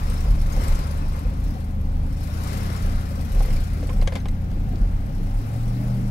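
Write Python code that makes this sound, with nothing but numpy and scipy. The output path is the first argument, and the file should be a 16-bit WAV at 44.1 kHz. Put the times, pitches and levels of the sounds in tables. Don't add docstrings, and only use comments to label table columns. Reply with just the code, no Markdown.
import sys
import numpy as np
from scipy import signal
from scipy.io import wavfile
from scipy.ndimage import uniform_filter1d

SR = 44100
rng = np.random.default_rng(int(sys.argv[2]) if len(sys.argv) > 2 else 0)


def volts_from_db(level):
    exponent = np.asarray(level, float) / 20
    return 10 ** exponent


def log_audio(samples):
    frames = np.atleast_2d(samples).T
    limited = np.clip(frames, -1, 1)
    pcm = np.round(limited * 32767).astype(np.int16)
    wavfile.write(sys.argv[1], SR, pcm)


N = 269010
T = np.arange(N) / SR

# (time [s], firings per second [Hz])
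FIRING_SPEED = [(0.0, 74.07), (0.28, 75.24), (0.72, 70.56), (1.2, 76.39), (1.6, 76.86), (1.85, 74.8),
                (2.1, 77.22), (2.73, 84.55), (3.15, 79.68), (3.45, 75.13), (3.65, 77.47), (4.2, 85.56),
                (4.45, 85.01), (4.95, 86.43), (5.1, 91.12), (5.63, 115.68), (5.83, 121.11), (6.1, 120.61)]


def evened(x):
    return x / np.sqrt(np.mean(x ** 2) + 1e-20)


def read(points, hz):
    f, value = np.transpose(points)
    return np.interp(np.log(hz + 1), np.log(f + 1), value)


def over_time(rows):
    s, value = np.transpose(rows)
    return np.interp(T, s, value)


def sides(left_minus_right_db):
    return volts_from_db(np.array([[.5], [-.5]]) * left_minus_right_db)


def resonate(x, hz, width_hz):
    turn = np.exp(2j * np.pi * np.cumsum(hz * np.ones(x.shape[-1])) / SR)
    r = np.exp(-np.pi * width_hz / SR)
    smooth = signal.lfilter([1 - r], [1, -r], x / turn)
    return 2 * (turn * smooth).real


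def wander(rate_hz):
    f = np.geomspace(rate_hz / 8, rate_hz, 16)[:, None]
    coarse = np.sin(2 * np.pi * (f * T[::64] + rng.random((16, 1)))).sum(0)
    return np.interp(T, T[::64], evened(coarse))


def noise_pair(colour, lead_s, patchy_db):
    # (frequency [Hz], likeness [0-1])
    likeness = [(60, 1), (130, .99), (290, .85), (640, .72), (1400, .7), (3100, .45), (6800, .25),
                (15000, .12)]
    # (frequency [Hz], left minus right [dB])
    side_lean = [(60, -3.5), (150, 7), (300, 1), (600, 3), (1000, 2), (1350, 7), (1800, 5.5), (3000, 7.5),
                 (4500, 10), (7500, 11), (9500, 5.5), (11500, -3), (13500, 26.5), (15500, -15.5)]
    frames, hz = N // 256 + 5, np.fft.rfftfreq(1024, 1 / SR)
    a, b, c, d, patches = rng.standard_normal((frames, 513, 5)).T
    patches = uniform_filter1d(patches, size=10, axis=0)
    patches = evened(uniform_filter1d(patches, size=8, axis=1))
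    same = np.clip(read(likeness, hz), 0, 1)[:, None]
    late = np.exp(-2j * np.pi * hz * lead_s)[:, None]
    left, other = a + 1j * b, c + 1j * d
    right = late * same * left + np.sqrt(1 - same ** 2) * other
    lean = volts_from_db(np.array([.5, -.5])[:, None, None] * read(side_lean, hz)[:, None])
    z = np.array([left, right]) * lean * volts_from_db(read(colour, hz)[:, None] + patchy_db * patches)
    pair = signal.istft(z, nperseg=1024, noverlap=768)[1][:, :N]
    return pair / np.sqrt(np.mean(pair.mean(0) ** 2))


def cycles():
    already_turned = .045
    return already_turned + np.cumsum(over_time(FIRING_SPEED)) / 8 / SR


def drone():
    # (time [s], level [dB])
    load = [(0.0, -27), (0.36, -25), (1.1, -28), (1.4, -27), (1.62, -29.5), (1.8, -27), (3.6, -27),
            (4.98, -28), (5.2, -30), (5.4, -28.5), (5.56, -25), (5.95, -22), (6.1, -23)]
    # (order [per cycle], level [dB])
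    orders = [(3, -9), (4, -17), (5, -5), (6, -18), (7, -20), (8, 0), (9, -20), (10, -14), (11, -7.5),
              (12, -21), (13, -18.5), (14, -20), (15, -22), (16, -8.5), (18, -24), (19, -20), (21, -22.5),
              (23, -24), (24, -25), (26, -24), (27, -25), (29, -25), (33, -27)]
    # (frequency [Hz], level [dB])
    pipe = [(20, -12), (48, 0), (121, 0), (126, -1), (136, 4), (143, -.5), (152, -1), (161, -4), (169, 0),
            (180, -7), (188, 2), (196, 11), (204, 7), (212, 0), (228, -7), (320, -6)]
    turns, firing_hz = cycles()[::8], over_time(FIRING_SPEED)[::8]
    out = 0
    for k, db in orders:
        size_db = db + read(pipe, k * firing_hz / 8) + .9 * wander(6.0)[::8]
        if k not in (8, 10, 13):
            size_db -= .6 * np.clip(firing_hz - 86, 0, 18)
        lag = .006 * k * wander(5.0)[::8]
        lag += .962 * k ** 2 + 4.19 * k - .96
        out = out + volts_from_db(size_db) * np.cos(2 * np.pi * k * turns - lag)
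    out = volts_from_db(over_time(load)[::8] + 2.0) * out
    out = signal.resample_poly(out, 8, 1, padtype="edge")[:N]
    return out * sides(1.2)


def bumps():
    # (time [s], peak level [dB], frequency [Hz], half length [s])
    road_bumps = [(0.094, -23, 27.4, 0.17), (0.301, -14, 40.5, 0.036), (0.428, -17.5, 27, 0.074),
                  (0.572, -14.5, 32.2, 0.018), (0.716, -13.5, 27, 0.025), (0.806, -18.5, 31.6, 0.025),
                  (1.027, -24.5, 24.5, 0.1), (1.269, -18.5, 40.4, 0.014), (1.414, -27.5, 46.7, 0.045),
                  (1.495, -18.5, 33.8, 0.022), (1.687, -28.5, 29.6, 0.031), (1.95, -27.5, 27.3, 0.063),
                  (2.293, -41, 22.5, 0.077), (2.54, -41, 24.3, 0.034), (2.837, -18.5, 31.6, 0.035),
                  (2.97, -21.5, 24, 0.078), (3.209, -26, 29.5, 0.064), (3.399, -13, 34.3, 0.038),
                  (3.543, -16, 24, 0.054), (3.751, -27, 38.7, 0.093), (3.922, -19, 30, 0.052),
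                  (4.017, -13.5, 28.1, 0.046), (4.277, -21.5, 24, 0.071), (4.55, -24, 26.4, 0.051),
                  (4.675, -22, 32.6, 0.059), (4.835, -14.5, 38, 0.027), (4.958, -18, 28.5, 0.03),
                  (5.171, -23, 29.4, 0.087), (5.358, -16.5, 32.5, 0.028), (5.639, -23, 27.4, 0.044)]
    swing, size = np.zeros(N), np.zeros(N)
    for (s, db, hz, half_s), turn in zip(road_bumps, rng.random(len(road_bumps))):
        near = slice(max(round((s - .4) * SR), 0), round((s + .4) * SR))
        since = T[near] - s
        shape = np.sqrt(2) * volts_from_db(db) * np.exp(-(since / half_s) ** 2 / 2)
        swing[near] += shape * np.cos(2 * np.pi * (hz * since + turn))
        size[near] += shape
    return swing, size


def boom(swing):
    # (frequency [Hz], width [Hz])
    cab_modes = [(27.5, 8), (38, 10)]
    mode_levels = [-30.5, -35.5]
    out = swing
    for db, (hz, width_hz) in zip(mode_levels, cab_modes):
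        ringing = resonate(rng.standard_normal(N), hz, width_hz)
        ringing = resonate(ringing, hz, width_hz)
        out = out + volts_from_db(db) * evened(ringing)
    return np.array([out, np.roll(out, 18)])


def rumble(bump_size):
    # (frequency [Hz], level [dB])
    shake_colour = [(20, -21), (45, 10.5), (65, 0), (110, 6.5), (160, -2), (200, 2.5), (280, -1.3),
                    (320, -15), (420, -12), (540, -15), (800, -15), (1100, -20.5), (2500, -32), (6000, -47)]
    # (frequency [Hz], width [Hz], level [dB])
    panels = [
        (279, 20, -5.5),
        (550, 40, 1),
        (765, 70, -1),
    ]
    level_db = -34 + 0.34 * wander(1.7) + 2.5 * bump_size / bump_size.max()
    level_db += .8 * wander(16.0)
    level_db += 0.0521 * (over_time(FIRING_SPEED) - 80)
    shake = noise_pair(shake_colour, lead_s=0.00032, patchy_db=1.3)
    panel_sound = sum(volts_from_db(db) * resonate(shake, hz, width_hz) for hz, width_hz, db in panels)
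    return volts_from_db(level_db) * (shake + panel_sound)


def street():
    # (time [s], roar level [dB], puffs level [dB], half length [s], left minus right [dB])
    parked_cars = [(0.108, -45.5, -46.5, 0.26, 6.5), (0.385, -61, -64, 0.16, 4), (0.673, -42, -43, 0.16, 8),
                   (0.83, -48, -61, 0.052, 7), (0.94, -50, -54, 0.27, 11), (1.172, -49, -52, 0.053, 8),
                   (1.295, -51.5, -65, 0.11, 6), (1.462, -56.5, -51, 0.055, 3),
                   (1.575, -55.5, -54, 0.08, 0), (2.25, -73, -50.5, 0.075, 8), (2.517, -44, -45, 0.19, 6.5),
                   (2.778, -44.5, -50, 0.31, 4), (3.14, -59, -54.5, 0.43, 9),
                   (3.484, -47, -46.5, 0.21, 6.5), (3.857, -53.5, -53, 0.2, 4), (4.17, -47, -66, 0.029, 0),
                   (4.76, -58, -64, 0.23, 5), (5.543, -65, -58, 0.61, 6.5)]
    open_roar_db, open_puffs_db, open_pan_db = -57.5, -63.5, 2
    t = T[::64]
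    s, roar_db, puffs_db, half_s, pan_db = np.transpose(parked_cars)[:, :, None]
    near = 1 / (1 + ((t - s) / half_s) ** 2) ** 2
    revs_db = 0.09 * (over_time(FIRING_SPEED)[::64] - 80)
    back, spit = near * volts_from_db(2 * roar_db), near * volts_from_db(2 * puffs_db)
    clear = volts_from_db(2 * (open_puffs_db + revs_db))
    roar_power = back.sum(0) + volts_from_db(2 * (open_roar_db + revs_db))
    puffs_power = spit.sum(0) + clear
    pan = ((spit * pan_db).sum(0) + clear * open_pan_db) / puffs_power
    return [np.interp(T, t, v) for v in (10 * np.log10(roar_power), 10 * np.log10(puffs_power), pan)]


def roar():
    # (frequency [Hz], level per Hz [dB])
    wash_colour = [(180, -1), (300, -10.5), (318, -42), (341, 0), (545, -5), (836, -4), (910, -3.5),
                   (1050, -1), (1680, -9.5), (2080, -11.5), (3420, -18), (4170, -18), (9000, -30.5),
                   (11700, -24), (19800, -120)]
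    # (time [s], warmth [dB])
    warmth = [(0, 2.5), (.62, 0), (.7, 3), (.8, 3), (1.4, 1), (1.9, -0.5), (3.5, -3), (4.5, -32),
              (6.1, -41)]
    # (frequency [Hz], width [Hz], level [dB])
    window_frame = [(1065, 41, -11), (1450, 39, -13), (2090, 67, -4.5), (2380, 35, -6.5)]
    turns = cycles()
    throb = 1 + 0.029 * np.cos(2 * np.pi * 8 * turns) + 0.034 * np.cos(2 * np.pi * 3 * turns)
    wash = noise_pair(wash_colour, lead_s=0.00046, patchy_db=1.0)
    warm = signal.lfilter(*signal.butter(2, [650, 1350], "band", fs=SR), wash)
    wash += (volts_from_db(over_time(warmth)) - 1) * warm
    wash += volts_from_db(3.0) * resonate(wash, 544.6, 30.0)
    wash += sum(volts_from_db(db) * resonate(wash, hz, width_hz) for hz, width_hz, db in window_frame)
    return volts_from_db(street()[0] + 3.0 + 0.24 * wander(7.7)) * throb * wash


def puffs():
    # (frequency [Hz], level per Hz [dB])
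    hiss_colour = [(1470, -22), (2500, -2), (2640, -6), (3400, -8), (4150, -6), (4800, -5), (5380, -2),
                   (5990, -8), (6520, -9.5), (10300, -7), (11800, -2.5), (13700, -22), (14700, -15),
                   (15600, -11)]
    # (place in the cycle [0-1], strength [dB], fading time [s])
    leaks = [
        (.935, 0, .015),
        (.315, -1, .013),
        (.68, -6, .02),
    ]
    # (frequency [Hz], width [Hz], level [dB])
    small_parts = [(5100, 100, -26), (6460, 230, -28), (8300, 220, -35.5), (9200, 950, 2.5),
                   (11500, 59, -0.5), (12500, 390, -9)]
    _, level_db, pan_db = street()
    turns, cycle_hz = cycles(), over_time(FIRING_SPEED) / 8
    luck = rng.standard_normal((80, len(leaks), 1 + len(small_parts)))
    puff_power, part_levels = np.zeros(N), np.zeros((len(small_parts), N))
    for k, (place, db, fade_s) in enumerate(leaks):
        since_s = (turns - place + 0.034 * wander(4.3)) % 1 / cycle_hz
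        draw = luck[np.floor(turns - place + .02).astype(int) + 1, k]
        puff = volts_from_db(db + 1.5 * draw[:, 0].clip(-2, 1.2))
        puff *= (1 - np.exp(-since_s / .0025)) * np.exp(-since_s / fade_s)
        puff_power += puff ** 2
        part_levels += puff * volts_from_db(3 * draw[:, 1:].T.clip(-2, 1.4)) * np.exp(-since_s / .03)
    hiss = noise_pair(hiss_colour, lead_s=0.000303, patchy_db=2.5)
    shake = rng.standard_normal(N)
    rung = 0
    for (hz, width_hz, db), part_level in zip(small_parts, part_levels):
        rung = rung + volts_from_db(db) * evened(resonate(shake, hz, width_hz)) * part_level
    steady_power = 0.083 * (cycle_hz / 9.07) ** 3
    out = hiss * np.sqrt(steady_power + puff_power)
    out += volts_from_db(-8.0) * rung * np.array([[1.3], [.4]])
    side = volts_from_db(np.array([[.3], [-.7]]) * (pan_db - 3.0))
    return volts_from_db(level_db + 5.0) * side * out


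def short_rings(events, rise_s, fade_s, width_hz, pan_db, clean):
    out, t = np.zeros(N + 6000), np.arange(6000) / SR
    shape = (1 - np.exp(-t / rise_s)) * np.exp(-t / fade_s)
    for s, db, hz in events:
        rough = resonate(rng.standard_normal(6000), hz, width_hz)
        rough = evened(resonate(rough, hz, 3 * width_hz))
        tone = np.sin(2 * np.pi * hz * t)
        ring = ((1 - clean) * rough + clean * tone) * shape
        out[round(s * SR):][:6000] += volts_from_db(db) * ring / abs(ring).max()
    return out[:N] * sides(pan_db)


def chirps():
    # (time [s], peak level [dB], frequency [Hz])
    belt_slips = [(0.0295, -52, 5250), (0.0752, -44, 5300), (0.1745, -43, 5300), (0.385, -49, 5300),
                  (0.4, -55, 5380), (0.833, -50, 5100), (2.21, -48, 5170), (2.606, -45, 5320),
                  (2.7621, -52, 5250), (2.7621, -50, 6800), (3.782, -58, 5600), (2.915, -62, 10100)]
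    return volts_from_db(-1.5) * short_rings(belt_slips, rise_s=.004, fade_s=.013, width_hz=90.0, pan_db=9.0, clean=.6)


def squeaks():
    # (time [s], peak level [dB], frequency [Hz])
    rubs = [(0.097, -39, 8540), (0.1361, -42.5, 11100), (0.5233, -37.5, 6500), (0.6094, -41, 8200),
            (0.635, -47, 7340), (0.6777, -35, 8200), (0.7465, -44, 6150), (0.9087, -44.5, 11000),
            (1.1303, -49.5, 8200), (2.4334, -41, 7300), (2.7644, -52, 11000), (2.8554, -56, 11600),
            (3.4225, -41, 9040)]
    return volts_from_db(-2) * short_rings(rubs, rise_s=.002, fade_s=.009, width_hz=200.0, pan_db=9.0, clean=.3)


def knocks():
    # (time [s], peak level [dB], frequency [Hz])
    body_hits = [(0.143, -37, 540), (0.246, -31, 510), (0.37, -32, 558), (0.505, -36, 540),
                 (0.566, -33, 508), (0.566, -38, 806), (0.566, -32, 666), (0.615, -30.5, 504),
                 (0.666, -39, 525), (0.715, -33, 550), (0.784, -33, 560), (0.836, -34, 500),
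                 (0.9, -37, 540), (1.17, -33, 500), (1.25, -33, 505), (1.32, -37, 540), (1.55, -37, 550),
                 (2.285, -37, 586), (2.694, -31, 540), (3.11, -33, 540), (3.365, -31, 477),
                 (3.406, -35, 486), (3.405, -29.5, 778), (3.446, -34, 480), (3.478, -32, 508),
                 (3.727, -41, 550), (3.766, -33, 362), (3.766, -38, 540), (3.824, -30, 490),
                 (3.849, -35, 450), (3.891, -33, 503), (3.893, -38, 1050), (3.929, -38, 540),
                 (3.993, -30.5, 490), (4.022, -31, 535), (4.073, -32, 756), (4.125, -50, 1036),
                 (4.157, -36, 796), (4.33, -44, 485), (4.365, -40, 540), (4.56, -35, 330),
                 (4.729, -30.5, 319), (4.865, -42, 317), (5.197, -31, 374)]
    return volts_from_db(-1.5) * short_rings(body_hits, rise_s=0.0045, fade_s=0.012, width_hz=90.0, pan_db=1.1, clean=.5)


def thuds():
    # (time [s], peak level [dB], frequency [Hz])
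    seat_blows = [(.27, -30, 114), (3.8, -33, 285), (3.84, -37, 290), (4.14, -33, 260), (2.86, -34, 165),
                  (5.98, -38, 290), (4.69, -31, 255), (4.56, -37, 270), (5.11, -35, 265), (5.08, -34, 150),
                  (5.18, -29, 160), (5.19, -35, 285), (5.38, -37, 280), (.6, -31, 90)]
    rise_turns, fade_turns = 4, 7
    out, t = np.zeros(N + 12000), np.arange(12000) / SR
    for (s, db, hz), turn in zip(seat_blows, rng.random(len(seat_blows))):
        shape = (1 - np.exp(-t * hz / rise_turns)) * np.exp(-t * hz / fade_turns)
        tone = np.sin(2 * np.pi * (hz * t + turn))
        out[round(s * SR):][:12000] += volts_from_db(db) * shape / shape.max() * tone
    return out[:N] * sides(3.0)


def ticks():
    # (time [s], peak level [dB], frequency [Hz])
    contacts = [(4.013, -40, 4730), (4.013, -40, 4100), (4.026, -48, 2200), (4.014, -38, 2160),
                (4.074, -38, 6250), (4.075, -38.5, 3300), (4.134, -48, 4540), (4.156, -46, 7840),
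                (4.17, -43, 3540), (4.178, -50, 4450), (4.2, -48, 4000), (4.2, -49, 6240),
                (4.284, -44.5, 6280), (4.284, -49, 8100), (4.284, -37, 2080), (4.284, -41, 4010),
                (4.284, -54, 11100), (4.074, -47, 10500), (4.155, -48.5, 11500), (3.5054, -46, 1970),
                (3.5687, -40, 2370), (3.894, -41, 2480), (3.897, -50, 7000), (3.94, -50, 5530),
                (3.883, -52, 8100), (3.98, -51, 7800), (1.25, -46, 2550)]
    return short_rings(contacts, rise_s=.001, fade_s=.0045, width_hz=280.0, pan_db=4.0, clean=.6)


def rattles():
    # (time [s], peak level [dB], brightness [dB], length [s], left minus right [dB])
    blows = [(3.404, -24, -38, 0.0087, -2), (3.449, -32, -36, 0.013, -7), (3.483, -34, -21, 0.0096, 5),
             (3.504, -32.5, -6, 0.0086, -1), (3.827, -30.5, -24, 0.021, -1),
             (3.89, -29.5, -38, 0.014, -16.5), (4.021, -25.5, -36, 0.0058, -7),
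             (4.073, -17, -21, 0.01, 5.5), (4.121, -21.5, -32, 0.014, 3.5), (4.14, -45, -21, 0.013, -8),
             (4.153, -23, -21, 0.008, 11), (4.159, -23, -23, 0.01, -3), (4.202, -41, -9, 0.0099, -5),
             (4.255, -25.5, -30, 0.0097, 0), (4.514, -43, -2, 0.0071, 8), (4.756, -44.5, 14, 0.0074, 4)]
    # (frequency [Hz], width [Hz], level [dB])
    trim_modes = [(508, 56, -2), (540, 42, 4), (690, 130, -1), (1014, 58, -9), (1652, 120, -5),
                  (2065, 130, -5.5), (2800, 730, -10.5), (4600, 400, -55)]
    out, t = np.zeros((2, N + 6000)), np.arange(6000) / SR
    for s, db, bright_db, length_s, pan_db in blows:
        burst = rng.standard_normal((3, 6000)) * np.exp(-t / length_s) * (1 - np.exp(-t / 0.0013))
        burst = burst[0] + .7 * burst[1:]
        burst = burst * (1 + 1.2 * np.exp(-t / .003))
        tilt_db = (bright_db + 24.5) / np.log2(4600 / 500)
        body = 0
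        for hz, width_hz, mode_db in trim_modes:
            gain = volts_from_db(mode_db + tilt_db * np.log2(hz / 500)) / np.sqrt(width_hz)
            body = body + gain * resonate(burst, hz, width_hz)
        treble_limit_hz = np.clip(13000 + 250 * bright_db, 2500, 12000)
        body = signal.lfilter(*signal.butter(3, treble_limit_hz, fs=SR), body)
        crack_hz = 3300 + 60 * max(-32 - db, 0)
        crack = resonate(resonate(burst, crack_hz, 1800.0), crack_hz, 3000.0) * np.exp(-t / 0.008)
        sound = body / abs(body).max() + volts_from_db(bright_db - 12.0) * crack / abs(crack).max()
        out[:, round(s * SR):][:, :6000] += volts_from_db(db) * sides(pan_db) * sound
    return out[:, :N]


def snaps():
    # (time [s], peak level [dB], frequency [Hz])
    hard_hits = [(3.826, -43, 3000), (3.896, -39, 5000), (4.014, -40, 7000), (4.026, -34, 2500),
                 (4.073, -43, 9000), (4.137, -44, 8000), (4.154, -42, 10000), (4.172, -42, 3500),
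                 (4.284, -38, 4500), (4.285, -46, 10000), (3.405, -40, 1810)]
    return short_rings(hard_hits, rise_s=.0005, fade_s=.005, width_hz=3500.0, pan_db=4.0, clean=0)


def hums():
    # (time [s], peak level [dB], frequency [Hz])
    panel_tones = [(5.49, -58, 810), (4.665, -45.5, 760), (4.68, -48, 700), (6.05, -46, 555),
                   (5.86, -52, 860), (5.78, -43, 610), (6.04, -47, 460), (5.75, -37, 290), (5.87, -44, 620),
                   (5.72, -53, 350), (5.9, -63, 880), (5.45, -56, 670)]
    return short_rings(panel_tones, rise_s=.015, fade_s=.05, width_hz=14.0, pan_db=1.5, clean=.6)


def scene():
    swing, bump_size = bumps()
    engine = drone() + puffs() + chirps() + squeaks()
    road = boom(swing) + rumble(bump_size) + roar()
    body = knocks() + thuds() + hums()
    loose_trim = rattles() + ticks() + snaps()
    return engine + road + body + loose_trim


def band_limit(x):
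    return signal.sosfilt(signal.butter(12, 15850, fs=SR, output="sos"), x)


def record(dry):
    x = signal.sosfilt(signal.butter(2, 17.0, "high", fs=SR, output="sos"), dry)
    x = signal.sosfilt(signal.ellip(12, .5, 55, 15735, fs=SR, output="sos"), x)
    return band_limit(x)


dry = scene()
out = record(dry)
log_audio(out)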